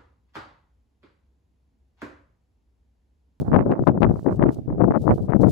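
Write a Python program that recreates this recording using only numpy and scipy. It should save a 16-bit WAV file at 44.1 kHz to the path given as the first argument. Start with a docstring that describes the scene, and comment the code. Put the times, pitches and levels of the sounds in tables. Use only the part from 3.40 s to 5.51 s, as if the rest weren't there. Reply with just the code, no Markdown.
"""Breeze on a camera, goats in hay

A gusty breeze buffets the two ports of a hand-held camera, the left one hardest: band-split noise whose level
and brightness follow separate tables, with soft thumps (left port) and sharp snaps. A few hard broadband ticks
sound at the left port. Far under it young goats step in dry hay: faint treble rustles and breaking stalks from
enveloped noise. Microphone hiss lies under everything; a limiter holds the loudest gusts."""
import sys
import numpy as np
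from scipy.fft import rfft, irfft, next_fast_len
from scipy.io import wavfile
from scipy.ndimage import uniform_filter1d, minimum_filter1d, map_coordinates

SR = 44100
rng = np.random.default_rng(int(sys.argv[2]) if len(sys.argv) > 2 else 0)


def dump_mix(stems):
    """Bounce the given channels to the path in sys.argv[1] as a 16-bit WAV at rate SR."""
    frames = np.atleast_2d(stems).T  # one column per channel
    limited = np.clip(frames, -1, 1)  # hard clip at full scale
    pcm = np.round(limited * 32767).astype(np.int16)
    wavfile.write(sys.argv[1], SR, pcm)


N = 93183

# Microphone hiss colour: (frequency [Hz], relative level [dB])
HISS_COLOUR = [(300, -22), (1500, 10.5), (4000, 3.5), (9000, -4), (15500, -4)]
HISS_DB, TOP_HZ = -75.5, 15750

# Hooves in the hay: (time [s], level [dB], rise [s per 20 dB], hold [s], fall [s per 20 dB])
HOOF_STEPS = [(0.013, -60, 0.039, 0.0022, .06), (0.071, -75, 0.045, 0.048, 0.11),
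              (0.194, -83, 0.072, 0.0066, .1), (0.432, -72, 0.052, 0.033, 0.051),
              (0.73, -66.5, 0.039, 0.11, 0.059), (0.927, -62.5, 0.053, 0.025, 0.046),
              (1.133, -56, 0.047, 0.0023, .05), (1.175, -83, 0.051, 0.0035, 0.17),
              (1.614, -60.5, 0.062, 0.027, .08), (1.745, -64, 0.045, .03, 0.044),
              (1.826, -64, .04, .005, .08), (2.015, -52.5, 0.016, .01, 0.035),
              (2.097, -50, 0.036, .02, .05)]
# Single stalks that break: (time [s], level [dB])
STALK_BREAKS = [(0.0128, -48), (.4241, -65.5), (0.5914, -68), (0.607, -56), (0.7978, -60), (0.9048, -69),
                (0.9597, -58), (0.9688, -60.5), (1.0397, -59), (1.1446, -48), (1.6196, -54.5),
                (1.7588, -59), (1.905, -57.5), (1.9857, -60)]
# Hay colour: (frequency [Hz], gain [dB])
HAY_COLOUR = [(1200, -42.5), (2200, -7.5), (3800, 3), (6500, 1.5), (11000, -2.5), (15500, -2.5)]
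# Hay at the two ports: (frequency [Hz], likeness [correlation], left lag [rad])
HAY_STEREO = [(3000, .65, .4), (4500, .58, .7), (6500, .5, 1.4), (9500, .25, .6), (13500, .4, 2.6)]
STALK_T60_S = 0.014
STALKS_PER_S, STALK_SPREAD_DB, STALK_SHARE = 5600, 2.5, 0.49

# Hard ticks, left port: (time [s], level [dB])
LEFT_TICK_EVENTS = [(0.475, -28.5), (0.6217, -35.5), (0.632, -35), (1.5082, -58.5), (0.162, -48.5),
                    (0.3176, -47.5)]
# Tick colour: (frequency [Hz], gain [dB])
TICK_COLOUR = [(1500, -32), (3500, 21.5), (6000, 5), (10000, -7), (15500, -6)]

# Small eddies that snap on a port: (time [s], level before SNAP_GAIN_DB [dB], brightness [dB])
LEFT_SNAP_EVENTS = [(0.1312, -14, -35.5), (0.144, -14.5, -18.5), (0.1497, -19, -28), (0.1624, -10, -22),
                    (0.1723, -26.5, -39), (0.2247, -32, -26), (0.3165, -26.5, -11), (0.3234, -20.5, -19.5),
                    (0.3354, -21.5, -41), (0.3937, -17, -59.5), (0.438, -23, -62), (0.4713, -4.5, -34.5),
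                    (0.4757, -4.5, -37.5), (0.484, -15, -21.5), (0.4911, -16.5, -22.5),
                    (0.5766, -21, -50.5), (0.6207, -5.5, -33), (0.6319, -4, -6.5), (0.6461, -11.5, -22),
                    (0.6513, -28, -27.5), (0.7587, -23.5, -65.5), (0.8643, -15.5, -42.5),
                    (0.8722, -30.5, -34), (0.9963, -19.5, -43.5), (1.0268, -12, -20.5),
                    (1.0382, -11, -40.5), (1.3029, -26.5, -47.5), (1.4163, -13.5, -34.5),
                    (1.4207, -11, -41), (1.4429, -10, -48), (1.4812, -29, -48), (1.5092, -22.5, -37.5),
                    (1.5216, -16, -36.5), (1.5505, -12, -47.5), (1.5608, -17, -41), (1.5754, -15.5, -60.5),
                    (1.6791, -3, -57.5), (1.6932, -11.5, -48.5), (1.6999, -23.5, -28.5), (1.71, -18, -28.5),
                    (1.7329, -28.5, -40.5), (1.8971, -27, -35), (1.9229, -13.5, -38), (1.9357, -12, -37),
                    (1.9534, -26.5, -29), (2.038, -15, -37.5), (2.0425, -26, -25), (2.0485, -15.5, -47),
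                    (2.073, -24.5, -35.5)]
RIGHT_SNAP_EVENTS = [(0.0768, -32.5, -47), (0.118, -22.5, -32), (0.1266, -34, -35.0),
                     (0.1922, -13.5, -26.5), (0.2043, -26.5, -20.5), (0.2093, -22, -27),
                     (0.2201, -34, -25.5), (0.3184, -25.5, -48), (0.3546, -28.5, -40.5),
                     (0.5095, -34, -31.5), (0.5442, -35.5, -44), (0.6338, -26, -33.5),
                     (0.6659, -32.5, -38.5), (0.6919, -31.5, -20.5), (0.7939, -33, -38),
                     (0.8868, -25.5, -27), (0.9088, -28, -38.5), (1.0127, -23, -45), (1.0213, -32, -28),
                     (1.0685, -23.5, -29), (1.0852, -28.5, -27.5), (1.0918, -22, -19.5),
                     (1.3284, -30, -49.5), (1.5118, -17.5, -37), (1.7088, -10.5, -31), (1.7202, -20.5, -37),
                     (2.087, -34.5, -19.5)]
# Snap bands: (frequency [Hz], gain [dB], share of the brightness [ratio])
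SNAP_BANDS = [(90, -12.5, 0), (228, 11, 0), (560, 7.5, 0.042), (860, 3.5, 0.0021), (1690, 2.5, 0.36),
              (2455, -0.5, 0.71), (3500, -14.5, 0.91), (5100, -25.5, 1.1), (8000, -44.5, 1.5)]
SNAP_GAIN_DB = 27.5
TWIN_MAX_SHIFT_S, TWIN_DB = 0.001, -7

# Large eddies that thump the left port: (time [s], peak of envelope [dB])
LEFT_THUMP_EVENTS = [(0.125, -5.5), (.138, -4.5), (.169, 0), (.204, -10.5), (0.3094, -12), (0.396, -7),
                     (0.4252, -15), (0.4877, 2), (0.5023, -3.5), (0.6217, 0.5), (0.655, -9.5),
                     (0.7091, -12), (0.8743, -6), (0.9947, -10.5), (1.0671, -4.5), (1.0937, -5.5),
                     (1.3998, -10), (1.4225, -5), (1.4892, -4), (1.5058, -2.5), (1.5745, -6.5), (1.686, -8),
                     (1.7173, -9), (1.9496, -7.5), (2.055, -2)]
THUMP_HZ, THUMP_LOG_SPREAD, THUMP_SIGMA_S = 241, 0.23, 0.002

# Air over each port: (time [s], rumble level [dB], brightness [dB])
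LEFT_AIR_FLOW = [(0.0, -29, -29), (0.022, -21.5, -56), (0.048, -44, -48), (0.062, -40, -69),
                 (0.11, -19.5, -49), (0.13, -17, -13.5), (0.166, -7, -10), (0.19, -12.5, -53.5),
                 (0.21, -14, -55), (0.243, -28, -39), (0.261, -17.5, -27.5), (0.289, -22, -27),
                 (0.313, -14, -18), (0.347, -26, -16.5), (0.375, -39.5, -12.5), (0.397, -13, -29.5),
                 (0.417, -20.5, -51), (0.453, -33, -30.5), (0.487, -14, -3), (0.519, -21, -52),
                 (0.581, -20.5, -18), (0.599, -33, -53.5), (0.613, -13, -29.5), (0.631, -10, -6),
                 (0.653, -16, -17), (0.664, -17.5, -55), (0.714, -16.5, -24), (0.742, -27, -35),
                 (0.764, -29.5, -18), (0.796, -34.5, -64), (0.818, -41, -25.5), (0.836, -55, -29),
                 (0.844, -32, -35), (0.868, -6.5, -28), (0.91, -28, -38), (0.924, -19.5, -33.5),
                 (0.976, -33, -30), (0.994, -17, -17.5), (1.045, -16, -16.5), (1.086, -12.5, -51),
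                 (1.101, -15.5, -59), (1.115, -33, -18), (1.151, -33.5, -33), (1.209, -33.5, -44),
                 (1.229, -36, -40.5), (1.241, -50, -43), (1.271, -34.5, -30), (1.291, -15.5, -24),
                 (1.339, -34.5, -34.5), (1.419, -12.5, -16), (1.469, -13, -35), (1.515, -14, -17.5),
                 (1.54, -26.5, -11), (1.565, -13, -18), (1.592, -28.5, -52), (1.622, -22, -36.5),
                 (1.686, -16.5, -18.5), (1.706, -16.5, -20), (1.744, -15.5, -64), (1.784, -44.5, -55),
                 (1.816, -19, -48), (1.874, -32.5, -25), (1.892, -18, -17.5), (1.934, -26, -8.5),
                 (1.944, -13, -21.5), (1.983, -20, -42), (2.045, -3, -19), (2.111, -20.5, -45.5)]
RIGHT_AIR_FLOW = [(0.0, -16, -29), (0.044, -38.5, -19.5), (0.124, -25, -20.5), (0.18, -24, -16),
                  (0.2, -27.5, -7.5), (0.297, -19.5, -48), (0.317, -21.5, -8), (0.377, -28, -26),
                  (0.409, -26, -43), (0.425, -15, -27), (0.451, -47.5, -49), (0.481, -30, -35),
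                  (0.511, -22.5, -19), (0.589, -25.5, -50.5), (0.619, -50, -43), (0.633, -31.5, -30),
                  (0.666, -22.5, -15), (0.756, -36, -26), (0.794, -34, -17), (0.846, -43, -56),
                  (0.862, -37, -45), (0.89, -24.5, -17), (0.936, -27.5, -14.5), (0.966, -36, -48),
                  (1.016, -24.5, -33), (1.038, -24.5, -26), (1.09, -25.5, -8.5), (1.151, -40, -37),
                  (1.189, -24, -29), (1.225, -45, -42), (1.257, -30, -63), (1.283, -41.3, -37),
                  (1.293, -35, -56.5), (1.335, -18.5, -24), (1.367, -34.5, -45.5), (1.389, -25.5, -53),
                  (1.429, -28, -52), (1.451, -17.5, -33), (1.483, -43.5, -41), (1.513, -14, -15),
                  (1.54, -32, -56.5), (1.602, -29.5, -51), (1.66, -42.5, -51), (1.716, -8.5, -11.5),
                  (1.756, -30, -40), (1.792, -21, -25.5), (1.824, -34, -40), (1.876, -31, -57),
                  (1.91, -63, -16), (1.94, -28, -60), (1.958, -47, -36), (1.999, -38.5, -43),
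                  (2.021, -22, -34), (2.053, -42, -37.2), (2.081, -21.5, -29), (2.111, -24, -66)]
# Turbulence bands: (frequency [Hz], gain [dB], share of the brightness [ratio], flicker depth [dB])
TURBULENCE_BANDS = [(25, -10, 0.42, -4), (51.6, -4, 0, 3), (141, 8, 0.013, 1), (254.8, 3, 0.066, 5.5),
                    (600.5, 2, 0.37, 6.5), (1022, -3.5, 0.83, 10), (2060, -14, 1.44, 7),
                    (3350, -27.5, 2.1, 3), (5530, -61, 1.5, 5.5)]
# Offset of the lowest bands on both ports: (time [s], level before its mean is removed [dB])
DEEP_LEVEL = [(0.0, -8), (0.06, 9), (0.13, -6), (0.282, -9), (0.359, -20.5), (0.43, -1), (0.551, -9),
              (0.66, 0.5), (0.83, 1.5), (0.87, -24), (0.95, 5.5), (1.07, -9), (1.15, -6), (1.3, -0.5),
              (1.48, -7), (1.56, -14.5), (1.619, -0.5), (1.72, -6.5), (1.77, -5.5), (1.9, -1), (2.06, -7),
              (2.11, -4)]
FLICKER_KNOTS_PER_S, SURGE_KNOTS_PER_S, SURGE_DB = 170, 26, -0.12
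EDDIES_PER_S, EDDY_SPREAD_DB, EDDY_SHARE = 500, 4, 0.56
EVEN_S, EVENNESS = 0.029, 0.52  # span and strength of the levelling of each band

LIMIT_PEAK, LIMIT_S = 0.93, 0.0044


def amp(db):
    """dB to gain."""
    return 10 ** (np.asarray(db) / 20)


def unit(x):
    """Scale to rms 1."""
    return x / np.sqrt(np.mean(x ** 2) + 1e-20)


def filtered(x, response):
    """Apply a frequency response by FFT, zero-padded."""
    size = next_fast_len(N + 8192)
    spectrum = rfft(x, size) * response(np.fft.rfftfreq(size, 1 / SR))
    return irfft(spectrum, size)[..., :N]


def colour(points):
    """Response through (frequency [Hz], gain [dB]) points on a log axis."""
    f_hz, db = np.transpose(points)[:2]
    return lambda hz: amp(np.interp(np.log(hz + 1), np.log(f_hz), db))


def bands(points):
    """The colour cut into overlapping bands, one around each point."""
    log_f = np.log(np.transpose(points)[0])

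    def response(hz):
        tents = np.array([np.interp(np.log(hz + 1), log_f, row) for row in np.eye(len(log_f))])
        return colour(points)(hz) * np.sin(np.pi / 2 * tents) ** 2
    return response


def wobble(knots_per_s):
    """Smooth random curve: a spline through normal knots."""
    knots = rng.standard_normal(N // 50)
    return map_coordinates(knots, [np.arange(N) * knots_per_s / SR])


def hiss():
    """Microphone self-noise: coloured noise, independent in each channel."""
    return amp(HISS_DB) * unit(filtered(rng.standard_normal((2, N)), colour(HISS_COLOUR)))


def hay():
    """Each step crushes a crowd of stalks: dense ticks on a noise bed, later at the left port."""
    t = np.arange(N) / SR
    step, breaks = np.zeros(N), np.zeros(N)
    for s, db, rise_s, hold_s, fall_s in HOOF_STEPS:
        slope = np.where(t < s, (s - t) / rise_s, np.maximum(t - s - hold_s, 0) / fall_s)
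        step += amp(db - 20 * slope)
    for s, db in STALK_BREAKS:
        breaks += (t >= s) * amp(db - 60 * np.abs(t - s) / STALK_T60_S)
    crackle = amp(STALK_SPREAD_DB * rng.exponential(size=N))
    crackle = crackle * (rng.random(N) < STALKS_PER_S / SR)
    texture = 1 - STALK_SHARE + STALK_SHARE * unit(uniform_filter1d(crackle, size=12))
    noise = rng.standard_normal((2, N))
    noise = noise * (texture * step * amp(1.8 * wobble(63)) + breaks)

    f_hz, likeness, lag_rad = np.transpose(HAY_STEREO)

    def mid_side(hz):
        # correlation of mid + side with mid - side is cos(2 * turn)
        turn = np.arccos(np.clip(np.interp(hz, f_hz, likeness), -1, 1)) / 2
        return colour(HAY_COLOUR)(hz) * [np.cos(turn), np.sin(turn)]

    def left_lag(hz):
        return np.exp(-0.5j * np.interp(hz, f_hz, lag_rad) * np.array([[1], [-1]]))

    mid, side = filtered(noise, mid_side)
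    return filtered(np.array([mid + side, mid - side]), left_lag)


def ticks():
    """Broadband ticks: one-sample pulses through the tick colour."""
    s, level_db = np.transpose(LEFT_TICK_EVENTS)
    pulses = np.zeros(N)
    pulses[(s * SR).astype(int)] = amp(level_db) * 2
    return filtered(pulses, colour(TICK_COLOUR))


def snaps(events):
    """Pressure jumps of either sign, each with a weaker twin; brightness lifts the upper bands most."""
    s, level_db, bright_db = np.transpose(events)
    share = np.transpose(SNAP_BANDS)[2][:, None]
    sign, twin_sign, shift = rng.uniform(-1, 1, (len(s), 3)).T
    gain = amp(level_db + SNAP_GAIN_DB + share * bright_db)
    twin_s = s + TWIN_MAX_SHIFT_S * shift
    pulses = np.zeros((len(SNAP_BANDS), N))
    pulses[:, (s * SR).astype(int)] = np.sign(sign) * gain
    pulses[:, (twin_s * SR).astype(int)] += np.sign(twin_sign) * gain * amp(TWIN_DB)
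    # 1j: quarter-turn of phase, so each pulse swings both ways
    return filtered(pulses, lambda hz: 1j * bands(SNAP_BANDS)(hz)).sum(axis=0)


def thumps():
    """Soft swings of pressure: Gaussian-windowed cosines of random pitch and phase."""
    out, t = np.zeros(N), np.arange(-600, 600) / SR
    window = np.exp(-0.5 * (t / THUMP_SIGMA_S) ** 2)
    draws = rng.uniform(-0.81, 1, (len(LEFT_THUMP_EVENTS), 2))
    for (s, peak_db), (pitch, turn) in zip(LEFT_THUMP_EVENTS, draws):
        hz = THUMP_HZ * np.exp(THUMP_LOG_SPREAD * pitch)
        swing = np.cos(2 * np.pi * hz * t + np.pi * turn)
        start = round(s * SR) - len(t) // 2
        out[start:][:len(t)] += amp(peak_db) * window * swing
    return out


def turbulence():
    """Steady noise with chance eddies, split into bands; each band's slow power swings are reduced."""
    sign = np.sign(rng.standard_normal(N))
    eddies = sign * amp(EDDY_SPREAD_DB * rng.exponential(size=N))
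    eddies = eddies * (rng.random(N) < EDDIES_PER_S / SR)
    stream = unit((1 - EDDY_SHARE) * rng.standard_normal(N) + EDDY_SHARE * unit(eddies))
    # at 0 dB colour, 600 Hz of bandwidth has rms 1
    parts = filtered(stream, bands(TURBULENCE_BANDS)) / np.sqrt(600 / (SR / 2))
    span = int(EVEN_S * SR)
    power = np.abs(uniform_filter1d(uniform_filter1d(parts ** 2, span), span)) + 1e-20
    return parts * (power.mean(axis=1, keepdims=True) / power) ** (EVENNESS / 2)


def buffet(air):
    """Turbulent air on a port: level drives all bands, brightness and flicker each by its band's share."""
    t = np.arange(N) / SR
    s, level_db, bright_db = np.transpose(air)
    level_curve_db = uniform_filter1d(np.interp(t, s, level_db), size=200)
    bright_curve_db = uniform_filter1d(np.interp(t, s, bright_db), size=200)
    share, flicker_db = np.transpose(TURBULENCE_BANDS)[2:, :, None]
    parts = turbulence()
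    flicker = 1.5 * np.tanh(wobble(FLICKER_KNOTS_PER_S) / 1.5)  # bounded to +-1.5
    gain_db = level_curve_db + SURGE_DB * wobble(SURGE_KNOTS_PER_S)
    gain_db = gain_db + share * bright_curve_db + flicker_db * flicker
    deep_s, deep_db = np.transpose(DEEP_LEVEL)
    deep_curve_db = np.interp(t, deep_s, deep_db - deep_db.mean())
    gain_db[:2] += deep_curve_db
    gain_db[2] += 0.58 * deep_curve_db
    return (parts * amp(gain_db)).sum(axis=0)


def scene():
    """Wind on each port (left, right) over the hay."""
    left = buffet(LEFT_AIR_FLOW) + thumps() + snaps(LEFT_SNAP_EVENTS) + ticks()
    right = buffet(RIGHT_AIR_FLOW) + snaps(RIGHT_SNAP_EVENTS)
    return np.array([left, right]) + hay()


def record(dry):
    """Look-ahead peak limiter per channel, then hiss, then band limit."""
    span = int(LIMIT_S * SR)
    need = np.minimum(1, LIMIT_PEAK / (np.abs(dry) + 1e-9))
    held = minimum_filter1d(need, 2 * span)
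    gain = uniform_filter1d(uniform_filter1d(held, span), span)
    return filtered(dry * gain + hiss(), lambda hz: hz < TOP_HZ)


dry = scene()
out = record(dry)
dump_mix(out)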